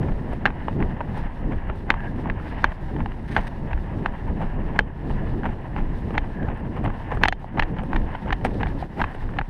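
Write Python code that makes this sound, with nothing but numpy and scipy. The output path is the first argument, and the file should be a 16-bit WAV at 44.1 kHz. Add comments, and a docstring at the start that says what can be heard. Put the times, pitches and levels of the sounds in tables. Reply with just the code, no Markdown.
"""Woodland trail run from inside a camera case

A jogger wearing a camera in a plastic case follows two others along a dirt trail in woods.
Wind is shaped noise surging with each stride; cloth, leaves, grit and stones are noise and random clicks,
coloured as they sound through the boxy shell. The case knocks on its loose mount as ringing modes struck
by a chattering contact, and wobbles as a slow decaying sine. Twigs snap, something brushes the case,
and a thin whistle comes and goes."""
import sys
import numpy as np
from scipy import signal
from scipy.fft import rfft, irfft, next_fast_len
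from scipy.io import wavfile
from scipy.ndimage import uniform_filter1d, minimum_filter1d

SR = 44100
rng = np.random.default_rng(int(sys.argv[2]) if len(sys.argv) > 2 else 0)


def transcribe(signal):
    """Save signal, clipped to [-1, 1], as a 16-bit WAV file at the path in sys.argv[1]."""
    frames = np.atleast_2d(signal).T
    limited = np.clip(frames, -1, 1)
    pcm = np.round(limited * 32767).astype(np.int16)
    wavfile.write(sys.argv[1], SR, pcm)


N = 418509
TIME = np.arange(N) / SR  # s

# the wearer's footfalls (t/s, grit level/dB, rumble surge level/dB, buffeting level/dB), before gains
STRIDES = [(0.085, -22.5, -19, -27), (0.469, -16.5, -29, -27.5), (0.806, -21, -17.5, -23.5),
           (1.176, -21, -33, -32), (1.524, -21, -22.5, -26), (1.905, -15, -26, -35.5),
           (2.279, -19, -28, -25), (2.645, -21, -18, -36), (2.995, -23, -19, -25), (3.375, -10, -33, -26),
           (3.716, -21.5, -20, -31.5), (4.059, -19.5, -24, -32.5), (4.419, -16.5, -21, -25),
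           (4.76, -18.5, -24, -31), (5.102, -19.5, -20.5, -26), (5.459, -14.5, -25.5, -26.5),
           (5.78, -17.5, -18, -26), (6.153, -16.5, -24, -30), (6.488, -19, -25, -27.5),
           (6.85, -17, -23.5, -23), (7.225, -15, -21, -24.5), (7.58, -16, -21, -26), (7.931, -18, -21, -33),
           (8.285, -17, -24, -28.5), (8.609, -19.5, -24, -24.5), (8.996, -15, -24, -27),
           (9.365, -23, -27, -28)]
# rustle of clothes and leaves (t/s, middle level/dB, treble level/dB), before gains
RUSTLE_LEVELS = [(0.0, -49, -67), (1.9, -48.5, -67), (2.14, -49.5, -69), (2.67, -44.5, -66.5),
                 (3.17, -50.5, -67.5), (5.08, -48, -67.5), (5.34, -48.5, -68), (6.1, -50, -66.5),
                 (6.29, -47.5, -67), (6.63, -49, -68.5), (7.14, -46, -66.5), (7.32, -56, -70),
                 (7.5, -52, -71), (7.93, -47.5, -65.5), (8.56, -49.5, -69.5), (8.96, -45.5, -64.5),
                 (9.17, -48, -65), (9.49, -51.5, -70)]
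# a woody snap as it sounds inside the case (f/Hz, level/dB)
TWIG_SPECTRUM = [(450, 14), (880, -4.5), (1250, 2), (1750, -8.5), (2900, -13), (3600, -29), (4500, -48)]
# a bright crackle as it sounds inside the case (f/Hz, level/dB)
CRACKLE_SPECTRUM = [(1500, -18), (3000, -11.5), (4400, 1), (5500, -8), (7300, -16), (8600, 4.5),
                    (11000, -13), (15000, -20)]


def undb(db):
    """Decibels to gain."""
    return 10 ** (np.asarray(db) / 20)


def unit(x):
    """Scale to an rms of 1."""
    return x / np.sqrt(np.mean(x ** 2))


def curves(table):
    """The columns of a control table after its times, one value per sample."""
    s, *columns = np.transpose(table)
    return [np.interp(TIME, s, c) for c in columns]


def add(out, s, sound):
    """Mix a sound in at time s, trimmed to the scene."""
    i = int(s * SR)
    sound, i = sound[max(-i, 0):], max(i, 0)
    out[i:i + len(sound)] += sound[:max(N - i, 0)]


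def colour(x, spectrum):
    """Filter by a (f/Hz, level/dB) spectrum, falling 24 dB per octave beyond its ends; rms 1."""
    hz, db = np.transpose(spectrum)
    size = next_fast_len(N)
    f = np.maximum(np.fft.rfftfreq(size, 1 / SR), 1)
    octaves_beyond = np.abs(np.log2(f / np.clip(f, hz[0], hz[-1])))
    gain_db = np.interp(np.log(f), np.log(hz), db) - 24 * octaves_beyond
    return unit(irfft(rfft(x, size) * undb(gain_db), size)[:N])


def drift(rate):
    """Random levels drawn rate times a second, smoothed twice; rms 1."""
    k = int(SR / rate)
    steps = np.repeat(rng.standard_normal(N // k + 1), k)
    return unit(uniform_filter1d(uniform_filter1d(steps, k), k)[:N])


def grains(rate, spread_db):
    """Random tiny clicks, about rate a second, of scattered size; rms 1."""
    size = undb(spread_db * np.minimum(rng.exponential(size=N), 5))
    return unit((rng.random(N) < rate / SR) * size * rng.standard_normal(N))


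def eddies(spectrum, span):
    """Turbulent pressure: coloured noise whose strength is evened out over span seconds."""
    x = colour(rng.standard_normal(N), spectrum)
    return x / np.sqrt(uniform_filter1d(x ** 2, int(span * SR)) + 1e-3)


def hold(x, release_s):
    """Peak follower: rises at once and sinks exponentially."""
    sink = TIME / release_s
    return np.exp(np.maximum.accumulate(np.log(np.abs(x) + 1e-9) + sink) - sink)


def swells(times, levels_db, rise_s, fall_s):
    """An envelope that climbs to each level at its time and dies away again."""
    out = np.zeros(N)
    t = np.arange(-SR // 2, SR // 2) / SR
    shape = np.exp(np.minimum(t / rise_s, -t / fall_s))
    for s, db in zip(times, levels_db):
        add(out, s + t[0], undb(db) * shape)
    return out


def spells(table, column, edge=0.36):
    """A change in dB that comes and goes smoothly over each (t/s, length/s, ..) row."""
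    out = np.zeros(N)
    for row in table:
        add(out, row[0], row[column] * signal.windows.tukey(int(row[1] * SR), edge))
    return out


def ring(modes, contact, stretch, scatter=0.018):
    """Modes rung by a contact force, each pitch scattered by that share; energy of 5 ms at rms 1."""
    t = np.arange(len(contact)) / SR
    hz, db, t60 = np.transpose(modes)[:, :, None]
    hz = hz * stretch * (1 + scatter * rng.standard_normal(hz.shape))
    # neighbouring modes push the microphone in opposite directions, so the ring swells over a cycle or two
    polarity = (-1) ** np.arange(len(modes))[:, None]
    decay = np.exp(-np.log(1000) * t / t60)
    response = np.sum(polarity * undb(db) * decay * np.sin(2 * np.pi * hz * t), axis=0)
    y = signal.fftconvolve(contact, response)[:len(t)]
    return y / np.sqrt(np.sum(y ** 2) / (.005 * SR))


def soften(x, hz):
    """A contact of finite length carries little above hz."""
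    return signal.sosfilt(signal.butter(4, hz, fs=SR, output="sos"), x)


def wind(rumble_db=-34.0, buffet_db=-34.5, surge_gain_db=1, wander_db=2.5, flutter_db=1.0):
    """Large eddies rumble and small ones flap on the case: head wind, a surge each stride, stray gusts."""
    # stray gusts between footfalls (t/s, rumble level/dB, buffeting level/dB)
    gusts = [(0.02, -50, -22), (0.2, -38, -36), (0.31, -32, -25.5), (0.56, -37, -55), (0.93, -41, -27),
             (1.1, -33, -27.5), (1.25, -23.5, -47), (1.46, -23.5, -28), (1.691, -24.5, -41),
             (1.8, -45, -33), (1.88, -35, -44), (2.02, -37, -42), (2.15, -40, -32.5), (2.46, -47, -37),
             (2.57, -38, -32), (2.86, -28, -34), (3.1, -30, -43), (3.54, -48, -36), (3.63, -33, -31),
             (3.8, -28, -35.5), (3.97, -46, -26), (4.31, -25, -27), (4.56, -27, -34), (4.66, -26, -33),
             (5.219, -32, -31), (5.35, -28, -38), (5.92, -21.5, -29), (6.06, -44, -26), (6.26, -37, -37),
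             (6.45, -29, -23), (6.659, -40, -27), (7.16, -25.5, -41), (7.305, -18.5, -44),
             (7.721, -37, -29), (7.82, -32, -31), (8.04, -24, -25.5), (8.47, -26, -24.5), (8.82, -34, -46),
             (9.25, -22, -34)]
    # slow rumble inside the case (f/Hz, level/dB)
    rumble_spectrum = [(10, -19), (22, 5.5), (35, -3.5), (60, -10), (90, -13.5), (130, -25), (250, -71)]
    # faster buffeting inside the case (f/Hz, level/dB)
    buffet_spectrum = [(50, 2.5), (95, 0.5), (150, 0.5), (220, -3), (310, -8), (450, -14), (650, -19.5),
                       (1200, -32.5)]
    s, _, surge_db, build_db = np.transpose(STRIDES)
    # within a stride the air builds as the body drops, then shoves the case just after landing
    build = swells(s + 0.0082, build_db, rise_s=0.1, fall_s=0.041)
    surge = swells(s + 0.037, surge_db + surge_gain_db, rise_s=0.022, fall_s=0.039)
    gust_s, *gust_db = np.transpose(gusts)
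    gust_low, gust_high = (swells(gust_s, db, rise_s=0.058, fall_s=0.051) for db in gust_db)
    head_wind = undb(wander_db * drift(9.1))
    # independent gusts add as powers
    rumble = np.linalg.norm([undb(rumble_db) * head_wind, surge, gust_low], axis=0)
    buffet = np.linalg.norm([undb(buffet_db) * head_wind, build, gust_high], axis=0)
    buffet = buffet * undb(flutter_db * drift(40))
    return rumble * eddies(rumble_spectrum, span=0.06) + buffet * eddies(buffet_spectrum, span=0.0456)


def rustle(hollow_gain_db=4, swish_gain_db=-1, sleeve_gain_db=-0.5, flicker_db=2.37, folds_db=2.24,
           swing_db=0.15):
    """Cloth and dry leaves: dense grains through the case's cavity and walls, a touch louder each footfall."""
    # sleeves sweep past the case (t/s, length/s, middle lift/dB, treble lift/dB)
    swishes = [(0.57, 0.18, 2.5, 2.5), (1.15, 0.14, 2.5, 5), (2.45, 0.2, 3.5, 6.5), (4.39, 0.092, 4, 2.5),
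               (5.06, 0.1, 0, 3), (5.25, 0.089, 1.5, 4), (8.08, 0.17, 1.5, 5), (8.43, 0.19, -1.5, 6),
               (8.6, 0.1, 4, 4), (8.78, 0.048, 1, 9), (9.13, 0.17, 1, 3)]
    # rustle through the air cavity (f/Hz, level/dB)
    hollow_spectrum = [(300, -27), (500, -5), (620, -2), (780, 1), (930, 2), (1050, -2), (1200, -14),
                       (2000, -58)]
    # rustle through the walls (f/Hz, level/dB)
    swish_spectrum = [(900, -21), (1250, -3), (1500, -1.5), (1720, 4.5), (1950, 0.5), (2350, -9),
                      (2900, -8.5), (3400, -20.5), (4500, -49.5)]
    # steady treble of cloth (f/Hz, level/dB)
    hiss_spectrum = [(2500, -7.5), (3600, 1.5), (4400, -4), (5300, -6.5), (6200, -12.5), (7300, -15.5),
                     (8600, -12.5), (9600, -18), (11000, -13.5), (15000, -26)]
    # a sleeve sweeping past, as it sounds inside the case (f/Hz, level/dB)
    sleeve_spectrum = [(2500, -7), (3600, 3.5), (4400, -2), (5300, -5.5), (6100, -18), (7300, -20),
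                       (8600, -14), (11000, -20)]
    middle_db, treble_db = curves(RUSTLE_LEVELS)
    middle_lift_db, treble_lift_db = (spells(swishes, column) for column in (2, 3))
    stride_phase = np.interp(TIME, np.transpose(STRIDES)[0], np.arange(len(STRIDES)))
    swing = np.cos(2 * np.pi * stride_phase)
    hollow = undb(middle_db + hollow_gain_db) * colour(grains(rate=5400, spread_db=1.0), hollow_spectrum)
    swish_level = undb(middle_db + middle_lift_db + swish_gain_db)
    swish = swish_level * colour(grains(rate=8000, spread_db=-0.5), swish_spectrum)
    # a passing sleeve adds its own hiss; folds of fabric catch and let go
    sweep = np.sqrt(np.maximum(undb(treble_lift_db) ** 2 - 1, 0))
    sleeve = undb(sleeve_gain_db) * sweep * colour(grains(rate=9000, spread_db=3.0), sleeve_spectrum)
    cloth = colour(rng.standard_normal(N), hiss_spectrum)
    hiss = undb(treble_db + folds_db * drift(25)) * (cloth + sleeve)
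    return ((hollow + swish) * undb(flicker_db * drift(45)) + hiss) * undb(swing_db * swing)


def leaves(leaf_db=-15, twig_db=2, tick_s=0.0019):
    """Leaf litter ticks here and there as short noise bursts, following the treble level of the rustle."""
    t = np.arange(SR // 100) / SR
    tick = rng.standard_normal(len(t)) * np.exp(-t / tick_s)
    out = np.zeros(N)
    for spectrum, db in ((TWIG_SPECTRUM, twig_db), (CRACKLE_SPECTRUM, leaf_db)):
        ticks = signal.fftconvolve(grains(rate=60, spread_db=1), tick)[:N]
        out += undb(db) * colour(ticks, spectrum)
    _, treble_db = curves(RUSTLE_LEVELS)
    return undb(treble_db) * out


def footsteps(step_db=-15.0, clumps_db=3, crunch_db=-17, clod_s=0.002):
    """Each sole crushes a short, uneven burst of grit, and a few clods crumble one by one."""
    # other scuffs of grit, the one near 8.46 s with the brush on the case (t/s, level/dB), before gains
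    scuffs = [(0.02, -21), (0.331, -22), (1.699, -23), (2.041, -25.5), (2.389, -23.5), (2.712, -24.5),
              (6.76, -26), (7.116, -15), (7.784, -19.5), (8.458, -18)]
    # grit as it sounds inside the case (f/Hz, level/dB)
    dirt_spectrum = [(250, -13.5), (550, 8), (880, 13.5), (1250, 1.5), (1700, 2.5), (2300, -4),
                     (3000, -11.5), (4300, -32.5), (6000, -38), (8600, -44), (15000, -51)]
    s, db = np.transpose([row[:2] for row in STRIDES] + list(scuffs))
    grit = colour(grains(rate=1200, spread_db=1.0) * undb(clumps_db * drift(180)), dirt_spectrum)
    breaks = np.abs(grains(rate=130, spread_db=1))
    clods = colour(hold(breaks, clod_s) * rng.standard_normal(N), dirt_spectrum)
    tread = swells(s, db, rise_s=0.012, fall_s=0.024)
    return tread * (undb(step_db) * grit + undb(crunch_db) * clods)


def roars(flutter_db=0.5):
    """Separate rough lumps of wind flap on the case, at their own listed times."""
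    # lumps of wind (t/s, level/dB)
    lumps = [(0.1, -35), (0.31, -38), (0.821, -23.5), (1.5, -27.5), (1.71, -34), (1.85, -36.5), (2.2, -35),
             (2.96, -30.5), (3.06, -36), (3.36, -36), (4.03, -31), (4.38, -35), (4.7, -40), (5.1, -29.5),
             (5.4, -31), (5.83, -38), (6.15, -30.5), (6.72, -37), (6.87, -41), (7.25, -37), (7.71, -32),
             (7.97, -28.5), (8.3, -31.5), (8.57, -26.5), (9.0, -33.5)]
    # their roar inside the case (f/Hz, level/dB)
    roar_spectrum = [(140, -3), (200, 0), (290, -1), (400, -5.5), (520, -16), (800, -31.5)]
    s, db = np.transpose(lumps)
    strength = swells(s, db, rise_s=0.044, fall_s=0.03) * undb(flutter_db * drift(60))
    return strength * eddies(roar_spectrum, span=0.04)


def stones():
    """Small stones grind and click under a sole: brief swells of dense grains."""
    # stones clicking underfoot (t/s, level/dB)
    clicks = [(0.12, -30.5), (2.005, -31), (2.042, -33.5), (2.72, -33), (2.963, -26), (3.12, -35),
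              (3.381, -25), (3.393, -31), (3.777, -34), (5.098, -32), (5.111, -30), (5.434, -28),
              (5.462, -29), (5.79, -30), (6.152, -33), (6.43, -30), (6.778, -30), (6.852, -31),
              (7.574, -26), (7.767, -33), (7.786, -27), (7.794, -33), (8.016, -29.5), (8.153, -27),
              (8.287, -32), (8.412, -34), (8.602, -34), (8.985, -35), (8.997, -25), (9.146, -32),
              (9.338, -32), (9.37, -33)]
    # the hard, dry click of a stone as it sounds inside the case (f/Hz, level/dB)
    gravel_spectrum = [(450, -1), (850, 9.5), (1250, 0.5), (1750, 6.5), (2400, -11), (3050, -5.5),
                       (3500, -22), (4400, -28.5), (5500, -44)]
    s, db = np.transpose(clicks)
    grind = colour(grains(rate=6000, spread_db=-0.5), gravel_spectrum)
    return swells(s, db, rise_s=0.00043, fall_s=0.0026) * grind


def crackle():
    """Twigs and dry leaves snap underfoot: abrupt bursts of woody and bright noise."""
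    # breaks underfoot (t/s, woody snap level/dB, bright crackle level/dB)
    snaps = [(0.333, -28, -56), (0.683, -21, -76), (1.008, -21.5, -62), (1.177, -30, -54),
             (1.699, -19.5, -76), (1.706, -39, -72), (2.161, -34, -65), (2.399, -27, -70),
             (4.418, -35, -67), (4.791, -41, -45), (4.807, -25, -75), (5.102, -43, -63), (5.112, -43, -68),
             (5.46, -37, -68), (6.107, -24, -78), (6.488, -27.5, -72), (6.766, -26, -73), (6.773, -25, -72),
             (6.843, -40, -55), (6.878, -21, -66), (6.903, -24, -72), (7.124, -20.5, -69),
             (7.149, -37, -54), (7.173, -24, -64), (7.835, -27, -56), (8.261, -25.5, -74),
             (8.448, -17.5, -36.5), (8.4569, -16, -52), (9.15, -28, -60), (9.29, -25.5, -74)]
    s, woody_db, bright_db = np.transpose(snaps)
    out = np.zeros(N)
    for spectrum, db in ((TWIG_SPECTRUM, woody_db), (CRACKLE_SPECTRUM, bright_db)):
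        burst = swells(s, db, rise_s=0.00041, fall_s=0.0024)
        out += burst * colour(rng.standard_normal(N), spectrum)
    return out


def knocks(chatter=0.095, chatter_s=0.0016, slide_db=-36, slide_s=0.0019, tail_db=-45, tail_s=0.0065,
           thud_db=-12, wall_db=-1, crack_db=-11, crack_s=0.0011, rasp_db=-7.0, rasp_s=0.004,
           rasp_hz=(900, 4200), ping_db=-35, tick_db=-16.5, corner_db=20.5):
    """The case slides briefly, hits its stop, chatters, and leaves the mount shivering."""
    # case knocking on its mount (t/s, level/dB, body ring relative level/dB,
    # place of contact from 0 flat wall to 1 hard corner)
    blows = [(0.4548, -11.5, -6.5, 0.19), (0.4599, -12.5, -16, 0.42), (0.4727, -29, -2, 0.27),
             (0.48, -33, 2, 0.1), (0.503, -37, 1, 0.11), (0.683, -31.5, 10.5, 0.17),
             (0.8247, -26.5, -8, 0.068), (1.005, -35.5, 10, 0.054), (1.01, -33.5, 10, 0.03),
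             (1.903, -6.5, -10.5, 0.18), (1.904, -18, -10, 0.76), (1.918, -30, -5, 0.2),
             (1.94, -27.5, 1, 0.069), (2.257, -48, 20.5, 0.16), (2.2989, -24, -11, 0.11),
             (2.6421, -7.5, -6.5, 0.092), (3.004, -35, 6, 0.19), (3.0592, -33, 6.5, 0.56),
             (3.3644, -13, -6.5, 0.2), (3.369, -21.5, -8, 0.43), (3.7309, -29, -1, 0.3),
             (4.0595, -18.5, -4, 0.24), (4.7903, -9, -10.5, 0.34), (5.442, -38, 11, 0.29),
             (5.763, -32, 4, 0.37), (6.1754, -39, 2, 0.6), (6.179, -17, -4.5, 0.54), (6.86, -33.5, 8, 0.47),
             (7.2352, -2, -22, 0.21), (7.2363, -13, 2, 0.37), (7.251, -18, -11, 0.62),
             (7.2553, -10.5, 1, 0.49), (7.2776, -20, -2, 0.56), (7.2837, -11, -3.5, 0.89),
             (7.3247, -18, -2.5, 0.71), (7.4433, -48.5, 17, 0.82), (7.582, -32, 7.5, 0.22),
             (7.5943, -21.5, -2, 0.88), (7.5966, -16.5, -3.5, 0.67), (7.6233, -21, -4, 0.57),
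             (7.6327, -29, -4, 0.98), (7.931, -23.5, -2, 0.027), (7.9588, -31, -1, 0.12),
             (7.9622, -24.5, -2, 0.76), (8.1493, -37, 8.5, 0.47), (8.3052, -22.5, -8, 0.07),
             (8.3244, -25, -2, 0.7), (8.3272, -18.5, -3.5, 0.82), (8.4491, -22.5, 5.5, 0.83),
             (8.6311, -23.5, 1, 0.47), (8.659, -34, 2.5, 0.1), (8.669, -32.5, 2, 0.88),
             (8.8254, -44, 21.5, 1), (9.0149, -19.5, -4, 0.45), (9.018, -22.5, -0.5, 0.25),
             (9.04, -23, 0, 0.036), (9.0436, -29, -3, 0.076), (9.3867, -22, 0, 0.63),
             (9.3895, -26, -5, 0.31), (9.393, -40, 3, 0.3), (9.4126, -27.5, -0.5, 0.02)]
    # modes of the case, before stretch: lowest thud (f/Hz, level/dB, t60/s)
    thud_modes = [(268, -0.47, 0.017), (423, -0.89, 0.019), (507, 0.71, 0.0074)]
    # body of the case (f/Hz, level/dB, t60/s)
    body_modes = [(620, -3, 0.0045), (793, 4.5, 0.022), (1036, -5.5, 0.0083)]
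    # walls of the case (f/Hz, level/dB, t60/s)
    wall_modes = [(1260, -5, 0.0085), (1393, -3, 0.0052), (1520, 1.5, 0.0055), (1747, 2, 0.0081),
                  (2270, -7, 0.0097), (2500, -6, 0.0059), (2830, -8.5, 0.0065)]
    # bright tick of the case (f/Hz, level/dB, t60/s)
    tick_modes = [(3180, -2, 0.026), (3620, -3, 0.016), (4300, -3.5, 0.011), (5580, -11.5, 0.0057),
                  (6320, -11.5, 0.0081), (8850, -22.5, 0.008)]
    # a small stiff part of the mount rings on faintly (f/Hz, level/dB, t60/s)
    ping_modes = [(3100, -3, 0.15), (3600, -5, 0.082), (5530, -14, 0.07)]
    out, t = np.zeros(N), np.arange(-SR // 100, SR // 8) / SR
    age = np.abs(t)
    struck = t >= 0
    slide = undb(slide_db) * np.exp(-age / slide_s)
    settle = chatter * np.exp(-age / chatter_s) + undb(tail_db) * np.exp(-age / tail_s)
    rasp_band = signal.butter(2, rasp_hz, "bandpass", fs=SR, output="sos")
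    for s, db, body_db, place in blows:
        contact = (t == 0) + np.where(t < 0, slide, settle) * rng.standard_normal(len(t))
        # from flat wall to corner the body modes sink, the wall modes rise and the blow brightens
        body_stretch = np.interp(place, (0, 1), (1.15, 0.92))
        wall_stretch = np.interp(place, (0, 1), (0.898, 1.088))
        contact_hz = np.interp(place, (0, 1), (2800, 4200))
        thud = undb(thud_db + max(body_db, 0)) * ring(thud_modes, contact, 0.99)
        low = undb(body_db) * ring(body_modes, contact, body_stretch)
        mid = undb(wall_db) * ring(wall_modes, contact, wall_stretch)
        # many small, quickly damped parts rasp between the main modes
        rasp_noise = unit(signal.sosfilt(rasp_band, rng.standard_normal(len(t))))
        rasp = undb(rasp_db) * struck * np.exp(-age / rasp_s) * rasp_noise
        # a bright ring and a toneless crack grow with the force of the blow and towards a corner
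        crack = undb(crack_db) * struck * np.exp(-age / crack_s) * rng.standard_normal(len(t))
        tick = undb(tick_db + db + corner_db * place)
        high = tick * (ring(tick_modes, contact * struck, 0.98) + crack)
        ping = undb(ping_db) * ring(ping_modes, 1. * (t == 0), 1, scatter=0.0021)
        dull = soften(thud + low + mid + rasp, contact_hz)
        add(out, s + t[0], undb(db) * (ping + dull + high))
    return out


def wobble(hz=28, decay_s=0.032):
    """The camera swings on its mount and pumps the air in the case for a few slow cycles."""
    # hard landings set the camera wobbling (t/s, level/dB)
    landings = [(0.478, -19), (1.912, -17), (2.304, -17), (2.655, -24), (3.385, -11.5), (4.075, -28),
                (6.185, -19), (7.288, -22), (7.605, -15.5), (7.94, -5), (8.318, -14.5), (8.645, -14),
                (9.401, -13)]
    out, t = np.zeros(N), np.arange(SR // 4) / SR
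    swing = (1 - np.exp(-t * hz * 4)) * np.exp(-t / decay_s) * np.sin(2 * np.pi * hz * t)
    for s, db in landings:
        add(out, s, undb(db) * swing)
    return out


def whistle(centre_hz=1680, width_hz=170, broken_db=3):
    """A narrow, airy resonance that swells and breaks up: band-passed noise."""
    # a thin whistle comes and goes (t/s, length/s, level/dB)
    whistles = [(1.95, 0.16, -43), (6.29, 0.21, -45.5), (7.06, 0.15, -47)]
    band = centre_hz + width_hz * np.array([-.5, .5])
    band_filter = signal.butter(3, band, "bandpass", fs=SR, output="sos")
    air = signal.sosfilt(band_filter, rng.standard_normal(N))
    tone = unit(air * undb(broken_db * drift(70)))
    flow = np.zeros(N)
    for s, length, db in whistles:
        add(flow, s, undb(db) * signal.windows.tukey(int(length * SR), .5))
    return flow * tone


def brushes(uneven_db=5.0):
    """Short, bright, uneven rubs that start and stop abruptly."""
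    # something brushes along the case (t/s, length/s, level/dB, fade/dB)
    rubs = [(3.274, 0.088, -40.5, -3), (3.362, 0.122, -44.5, -1), (8.444, 0.029, -34, -13),
            (8.47, 0.16, -48, -11)]
    # the rub as it sounds inside the case (f/Hz, level/dB)
    brush_spectrum = [(600, -27), (1200, -8), (1750, 8.5), (2400, -3), (3500, -8.5), (5000, -17.5),
                      (6600, -23.5), (7400, -40), (8600, -18), (9600, -30), (11000, -26), (15000, -43)]
    pressure = np.zeros(N)
    for s, length, db, fade_db in rubs:
        count = int(length * SR)
        add(pressure, s, undb(db + np.linspace(0, fade_db, count)) * signal.windows.tukey(count, .08))
    rub = colour(grains(rate=4000, spread_db=1.5), brush_spectrum)
    return pressure * undb(uneven_db * drift(83)) * rub


def scene():
    """Everything meets at the one microphone inside the case."""
    # moments when the whole background dips, wind and rustle, several just after hard knocks
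    # (t/s, length/s, wind change/dB, rustle change/dB)
    dips = [(1.28, 0.049, -2.5, -2), (2.66, 0.16, -5.5, -3), (4.12, 0.11, -2.5, 0.5),
            (4.785, 0.28, -1, -3.5), (6.55, 0.066, -3.5, 1.5), (7.3, 0.25, -7, -0.5),
            (8.16, 0.065, -7.5, -2.5), (8.85, 0.14, -7, -5.5), (9.09, 0.082, -2.5, 0),
            (9.42, 0.065, -16, -0.5)]
    wind_dip, rustle_dip = (undb(spells(dips, column)) for column in (2, 3))
    air = wind_dip * wind() + roars() + whistle()
    litter = rustle_dip * (rustle() + leaves())
    ground = footsteps() + stones() + crackle()
    case = knocks() + wobble() + brushes()
    return (air + litter + ground + case)[None]


def record(dry, release_s=0.2, top_hz=15400):
    """A limiter holds the hardest knocks at full scale and recovers slowly; the top is cut."""
    gain = 1 / np.maximum(hold(dry[0], release_s), 1)
    # the gain ducks about 1 ms ahead of a peak and is smoothed over 2 ms
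    gain = uniform_filter1d(minimum_filter1d(gain, size=89), size=89)
    top_cut = signal.ellip(8, .2, 70, top_hz, fs=SR, output="sos")
    return signal.sosfilt(top_cut, dry * gain)


dry = scene()
out = record(dry)
transcribe(out)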